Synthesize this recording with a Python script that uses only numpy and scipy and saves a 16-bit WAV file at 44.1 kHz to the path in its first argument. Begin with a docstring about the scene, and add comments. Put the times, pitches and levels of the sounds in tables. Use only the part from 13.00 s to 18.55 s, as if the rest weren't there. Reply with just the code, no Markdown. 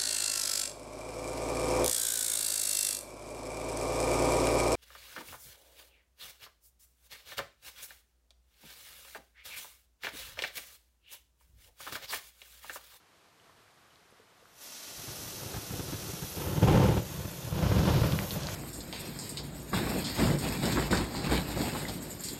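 """A soft outdoor wash with faint ticks and snaps: paper smoulders in a tree on a quiet evening.
An aerosol can is sprayed at it: kicks of random size, coloured to a hiss for a far and a near can.
Its mist catches in fluttering puffs, then twice swells into a roaring fireball: a low roar of sparser
kicks under a rush of denser ones. The can is brought closer on the way, and the scorched paper fries
and snaps, as decaying sines, while the second blaze dies."""
import sys
import numpy as np
from scipy import signal
from scipy.fft import rfft, irfft
from scipy.io import wavfile

SR = 44100
rng = np.random.default_rng(int(sys.argv[2]) if len(sys.argv) > 2 else 0)


def log_audio(samples):
    """Write samples as a 16-bit WAV file to the path given in sys.argv[1]."""
    # one column per channel
    frames = np.atleast_2d(samples).T
    # limit to full scale, then quantise
    limited = np.clip(frames, -1, 1)
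    pcm = np.round(limited * 32767).astype(np.int16)
    wavfile.write(sys.argv[1], SR, pcm)


N = 244755
TIME = np.arange(N) / SR

# Closeness of the can. Each row: time in seconds, reach from 0 (far off) to 1 (close to the fire).
CAN_REACH = [(1.5, 0.0081), (3.2, 0.018), (3.55, 0.61), (4.2, 0.95), (5.55, 1)]


def from_db(db):
    """Amplitude ratio of a level in dB."""
    return 10 ** (np.asarray(db) / 20)


def unit(x):
    """Scales to rms 1."""
    return x / np.sqrt(np.mean(x ** 2) + 1e-20)


def follow(table, column=1):
    """One column of a curve, interpolated to every sample."""
    rows = np.array(table)
    return np.interp(TIME, rows[:, 0], rows[:, column])


def add(mix, start_s, sound):
    """Mixes a sound in at a given time."""
    part = mix[max(round(start_s * SR), 0):][:len(sound)]
    part += sound[:len(part)]


def wander(per_s):
    """Smooth random curve of rms 1: noise low-passed at about per_s Hz."""
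    hz = np.fft.rfftfreq(N, 1 / SR)
    spectrum = rfft(rng.standard_normal(N)) / (1 + (hz / per_s) ** 4)
    return unit(irfft(spectrum, N))


def bursts(per_s, spread_db):
    """Random train of one-sample pressure kicks of rms 1, mostly small and a few large."""
    size = from_db(spread_db * np.minimum(rng.exponential(1, N), 4))
    sign = rng.choice([-1., 1.], N)
    return unit(size * sign * (rng.random(N) < per_s / SR))


def colour(x, points, band_hz):
    """Minimum-phase filter through points (Hz, dB), scaled to a mean power gain of 1 inside the band."""
    size = 4096
    hz = abs(np.fft.fftfreq(size, 1 / SR))
    point_hz, point_db = np.transpose(points)
    gain = from_db(np.interp(np.log(hz + 1), np.log(point_hz), point_db))
    in_band = (hz > band_hz[0]) & (hz < band_hz[1])
    gain /= np.sqrt(np.mean(gain ** 2 * in_band) )
    # the Hilbert transform of the log gain gives the minimum phase
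    taps = np.fft.ifft(np.exp(np.conj(signal.hilbert(np.log(gain))))).real
    return signal.oaconvolve(x, taps[:size // 2])[:N]


def reflect(x, delay_s, share, dull_hz):
    """Adds one close reflection, which combs the spectrum mainly below dull_hz."""
    low_pass = signal.butter(1, min(dull_hz, .45 * SR), fs=SR, output="sos")
    soft = signal.sosfiltfilt(low_pass, x)
    echo = np.interp(TIME - delay_s, TIME, soft, left=0)
    return (x + share * echo) / np.sqrt(1 + share ** 2)


def swell(full_s, hold_s, db, attack_s, release_s):
    """Gain that rises to full at full_s, holds and falls away, ever more steeply in dB."""
    flank_db, flank_curve = 9.5, 1.47  # one attack or release time away from the top is flank_db down
    before = np.maximum((full_s - TIME) / attack_s, 0)
    after = np.maximum((TIME - full_s - hold_s) / release_s, 0)
    return from_db(db - flank_db * (before + after) ** flank_curve)


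def flame():
    """Turbulent burning: kicks of heat release give a low roar, and finer eddies a rush above it."""
    roar_band_hz, rush_band_hz = (40, 600), (700, 1700)
    # Spectra. Each row: frequency in Hz, density in dB before scaling to the band.
    roar_points = [(20, -30), (40, -13), (70, -4.5), (110, 0.5), (195, 2.5), (290, -6.5), (420, -16),
                   (560, -16.5), (850, -24.5), (1400, -33.5), (2200, -37), (6000, -67)]
    rush_points = [(150, -22), (330, 0.5), (600, 2), (830, -1.5), (1500, -5), (1850, -12), (3150, -9.5),
                   (4300, -18), (6000, -21), (8000, -29.5), (14500, -39)]
    # Low middle thinning out. Each row: time in seconds, gain of that band in dB.
    low_middle_gain = [(2.4, 4), (3.8, 1.8), (4.6, -1.5)]
    low_middle_hz = (248, 453)
    hollow_hz, hollow_width_hz = 232, 56.4

    roaring, rushing = blaze()
    flutter = wander(per_s=51.8)
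    heat = roaring * from_db(2.3 * flutter) * bursts(per_s=2500, spread_db=3.0)
    gusts = from_db(-2.5 + 2.0 * flutter + 1.0 * wander(per_s=170))
    eddies = gusts * bursts(per_s=9000, spread_db=2.5)
    flares = puffs()
    # a small flame puffs more brightly than a large one
    level_db = 20 * np.log10(roaring + 1e-9)
    flare_rush = from_db(-14.5 - 0.294 * (level_db + 47.5)) * flares

    roar = colour(heat + flares, roar_points, roar_band_hz)
    rush = colour(rushing * eddies + flare_rush, rush_points, rush_band_hz)
    burn = roar + foliage(rush, wet_db=-8.0, last_s=.03)
    # the reflected path shortens on approach
    burn = reflect(burn, delay_s=.0023 - 0.000232 * follow(CAN_REACH), share=0.36, dull_hz=1630)
    low_middle_pass = signal.butter(2, low_middle_hz, "band", fs=SR, output="sos")
    low_middle = signal.sosfiltfilt(low_middle_pass, burn)
    burn = burn + (from_db(follow(low_middle_gain)) - 1) * low_middle + throat(eddies)
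    hollow = signal.iirnotch(hollow_hz, hollow_hz / hollow_width_hz, fs=SR)
    return signal.lfilter(*hollow, burn)


def blaze():
    """Strength of the roar and of the rush: the steady flame and its surges add in power."""
    # Surges of the flame. Each row: full at seconds, hold in seconds, roar level in dB,
    # attack in seconds, release in seconds, upper rush relative to the roar in dB.
    surge_rows = [(2.428, .14, -48, 0.091, .05, -7.5), (2.756, 0.28, -42.5, 0.075, .22, -11),
                  (3.413, 0.24, -35, 0.052, .1, -11), (3.713, 0.1292, -18.5, 0.11, .11, -17),
                  (4.18, 0.0635, -40, 0.245, 0.046, -13), (4.772, 0.13, -23, 0.23, 0.2812, -14.5),
                  (5.385, 0.125, -34.5, 0.12, .1, -12.5)]
    # the mist catches and feeds a small, steady flame
    steady = swell(full_s=2.14, hold_s=N / SR, db=-49.5, attack_s=0.2, release_s=0.2)
    roar_power = steady ** 2
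    rush_power = (steady * from_db(-7)) ** 2
    for full_s, hold_s, db, attack_s, release_s, rush_db in surge_rows:
        surge = swell(full_s, hold_s, db, attack_s, release_s)
        roar_power = roar_power + surge ** 2
        rush_power = rush_power + (surge * from_db(rush_db)) ** 2
    return np.sqrt(roar_power), np.sqrt(rush_power)


def puffs():
    """Pockets of mist catch at once: noise under a quick rise and slower decay, not yet coloured."""
    # Each row: start in seconds, level in dB before the common trim and colouring,
    # time scale in seconds (the peak comes after a third of it).
    puff_rows = [(1.974, -42, .035), (2.075, -35.5, 0.031), (2.273, -41.5, 0.016), (2.422, -34.5, 0.026),
                 (2.456, -35, 0.016), (2.538, -27, 0.016), (2.561, -29, 0.021), (2.703, -30, 0.016),
                 (2.735, -28.5, 0.0129), (2.791, -25, 0.0177), (2.921, -27, 0.0324), (3.09, -32, 0.011),
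                 (3.216, -30, 0.0315), (3.368, -27.5, 0.02), (3.623, -14.5, 0.031), (3.703, -17.5, 0.033),
                 (3.772, -12, 0.0089), (3.841, -15.5, 0.014), (3.967, -18, 0.025), (4.184, -34, 0.019),
                 (4.243, -29, 0.017), (4.589, -23, 0.014), (4.787, -12, 0.012), (4.87, -16, 0.017),
                 (5.032, -14, 0.011), (5.126, -23.5, 0.015)]
    trim_db = -4.0
    flares = np.zeros(N)
    for start_s, db, scale_s in puff_rows:
        u = np.arange(int(3 * scale_s * SR)) / (scale_s * SR)
        envelope = 3 * u * np.exp(1 - 3 * u)
        add(flares, start_s, from_db(db + trim_db) * envelope * rng.standard_normal(N)[:len(u)])
    return flares


def throat(eddies):
    """A broad resonance in the first fireball, stirred by the eddies of the flame."""
    centre_hz, width_hz = 804, 180
    edges_hz = [centre_hz - width_hz / 2, centre_hz + width_hz / 2]
    note = signal.sosfilt(signal.butter(2, edges_hz, "band", fs=SR, output="sos"), eddies)
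    return swell(full_s=3.7, hold_s=.11, db=-38.5, attack_s=.085, release_s=.1) * unit(note)


def jet():
    """Gas and droplets tear out of the nozzle; the hiss changes colour as the can comes closer."""
    hiss_band_hz = (5000, 9000)
    open_s, opening_s = 1.626, 0.029  # valve fully open at, time constant of opening
    # Open jet. Each row: time in seconds, hiss level in dB, treble relative to the hiss in dB;
    # flutter and small offsets are added to both levels.
    spray = [(1.65, -52.5, 1.5), (1.71, -51.5, -2.5), (2.18, -48.5, 1), (2.74, -49.5, 1.5),
             (3.05, -48.5, 0), (3.47, -50, 4.5), (3.64, -49.5, -0.5), (4.55, -52, 0), (4.79, -50.5, 0.5),
             (5.28, -49.5, 3), (5.34, -47.5, 4), (5.39, -48, -5), (5.43, -50, -7), (5.55, -46.5, -3.5)]
    # Spectra of the far and the near can. Each row: frequency in Hz, density in dB before scaling.
    far_points = [(60, -14.5), (170, -11.5), (270, -2.5), (450, -4), (1000, -5), (2200, -6.5), (4000, -2),
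                  (4800, -2.5), (5900, 1.5), (7000, -4), (8800, -7), (10300, -4), (11300, -8.5),
                  (13300, -3.5), (14500, -8)]
    near_points = [(60, -27), (400, 3), (1000, 1), (2200, -2.5), (3400, 0.5), (4700, -2), (6600, 1.5),
                   (7900, -4), (9200, -4.5), (10400, -1), (11400, -1.5), (13500, 2), (14500, -1)]

    # a little gas escapes first, under the rising pressure of the finger
    leak = swell(open_s, hold_s=0, db=-13, attack_s=0.145, release_s=opening_s)
    valve = np.hypot(np.exp(np.minimum(TIME - open_s, 0) / opening_s), leak)
    flow = valve * from_db(follow(spray) + 0.87 * wander(per_s=91))

    # far and near crossfade at equal power
    reach = np.clip(follow(CAN_REACH), 0, 1)
    far_flow = from_db(1.0241) * np.sqrt(1 - reach) * flow
    near_flow = from_db(-0.31) * np.sqrt(reach) * flow
    far = colour(far_flow * bursts(per_s=22000, spread_db=2.5), far_points, hiss_band_hz)
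    near = colour(near_flow * bursts(per_s=22000, spread_db=2.5), near_points, hiss_band_hz)
    far = reflect(far, delay_s=0.0015, share=0.14, dull_hz=18000)
    near_delay_s = 0.001083 * (1 + 0.098 * wander(per_s=1.39))
    near = reflect(near, near_delay_s, share=0.238, dull_hz=18000)
    hiss = foliage(far + near, wet_db=-9, last_s=.014)

    # the finest sizzle is beamed, so it comes and goes with the aim of the nozzle
    sizzle = signal.sosfiltfilt(signal.butter(4, 9300, "high", fs=SR, output="sos"), hiss)
    sizzle_db = follow(spray, column=2) + 0.11 - 1.33 * reach + .5 * wander(per_s=74)
    return hiss + sizzle * (from_db(sizzle_db) - 1)


def frying():
    """Wet, scorched fibres crackle too densely to be told apart."""
    # Spells of frying. Each row: full at seconds, hold in seconds, level in dB before colouring,
    # attack in seconds, release in seconds.
    spells = [(4.82, 0.21, -46.5, 0.25, 0.18), (5.47, .02, -55, 0.15, .06)]
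    points = [(500, -17), (2200, -6.5), (3800, 5.5), (5500, 6), (6800, -9.0), (8200, -22), (14500, -32)]
    strength = sum(swell(*spell) for spell in spells)
    return colour(strength * bursts(per_s=7000, spread_db=3.0), points, band_hz=(2500, 7000))


def snaps():
    """Fibres of the paper burst, each ringing briefly as a decaying sine."""
    # Each row: start in seconds, level in dB before the common gain, pitch in Hz,
    # time to ring down by 60 dB in seconds.
    snap_rows = [(.399, -55, 3000, 0.013), (.496, -47, 1060, .008), (0.68, -47, 1530, 0.0044),
                 (.905, -65.5, 3000, .09), (.958, -46, 4000, .002), (1.108, -57, 10500, .004),
                 (1.125, -46, 420, 0.0107), (1.198, -52, 448, 0.0456), (1.425, -56, 485, 0.041),
                 (1.456, -45, 1400, 0.0061), (5.123, -18.5, 3400, 0.00162), (5.1897, -11, 2050, 0.0017),
                 (5.3079, -20, 3960, 0.0025), (5.315, -26, 3900, 0.0025), (5.434, -24, 4720, 0.0018),
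                 (5.47, -20.5, 4530, 0.002), (5.4876, -12.5, 1210, 0.00124)]
    gain_db = 5.0
    out, t = np.zeros(N), np.arange(SR // 10) / SR
    for start_s, db, hz, t60_s in snap_rows:
        decay = from_db(db + gain_db - 60 * t / t60_s)
        onset = 1 - np.exp(-3 * hz * t)
        add(out, start_s, decay * onset * np.sin(2 * np.pi * hz * t))
    return out


def smoulder():
    """Soft outdoor wash of coloured noise, with the faint ticking of glowing paper."""
    air_band_hz = (200, 8000)
    # Wash spectrum. Each row: frequency in Hz, density in dB before scaling to the band.
    air_points = [(15, -61), (25, -23.5), (74, -7.5), (105, -4.5), (253, -10.5), (455, -7), (594, -10.5),
                  (679, -4.5), (775, -9), (1130, -7), (2130, -12.5), (2940, -14.5), (3930, -15.5),
                  (14500, -28)]
    tick_points = [(200, -17), (1200, 1.5), (3500, -4), (7000, -7.5), (14000, -12.5)]
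    # a light draught swells the wash once
    draught = swell(full_s=0.6, hold_s=1.08, db=-68.5, attack_s=1, release_s=.1)
    strength = np.hypot(from_db(-69), draught) * from_db(3.0 + .5 * wander(per_s=11))
    wash = colour(rng.standard_normal(N), air_points, air_band_hz) * strength
    ticks = colour(bursts(per_s=39, spread_db=4), tick_points, air_band_hz)
    return wash + from_db(-85) * ticks


def foliage(x, wet_db, last_s, count=40):
    """Leaves and branches scatter a few weak, early echoes."""
    delay_s = rng.uniform(.002, last_s, count)
    taps = np.zeros(SR // 4)
    taps[(delay_s * SR).astype(int)] = rng.choice([-1., 1.], count) * np.exp(-2 * delay_s / last_s)
    echoes = signal.oaconvolve(x, taps / np.linalg.norm(taps))[:N]
    wet = from_db(wet_db)
    return (x + wet * echoes) / np.sqrt(1 + wet ** 2)


def scene():
    """Sum of all sources, as one channel."""
    snapping = foliage(snaps(), wet_db=-9, last_s=.025)
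    return (flame() + jet() + frying() + snapping + smoulder())[None]


def record(dry):
    """The recorder's band limit: a linear-phase low-pass."""
    cutoff_hz = 14650
    taps = signal.firwin(601, cutoff_hz, window=("kaiser", 9), fs=SR)
    return signal.oaconvolve(dry, taps[None], "same")


dry = scene()
out = record(dry)
log_audio(out)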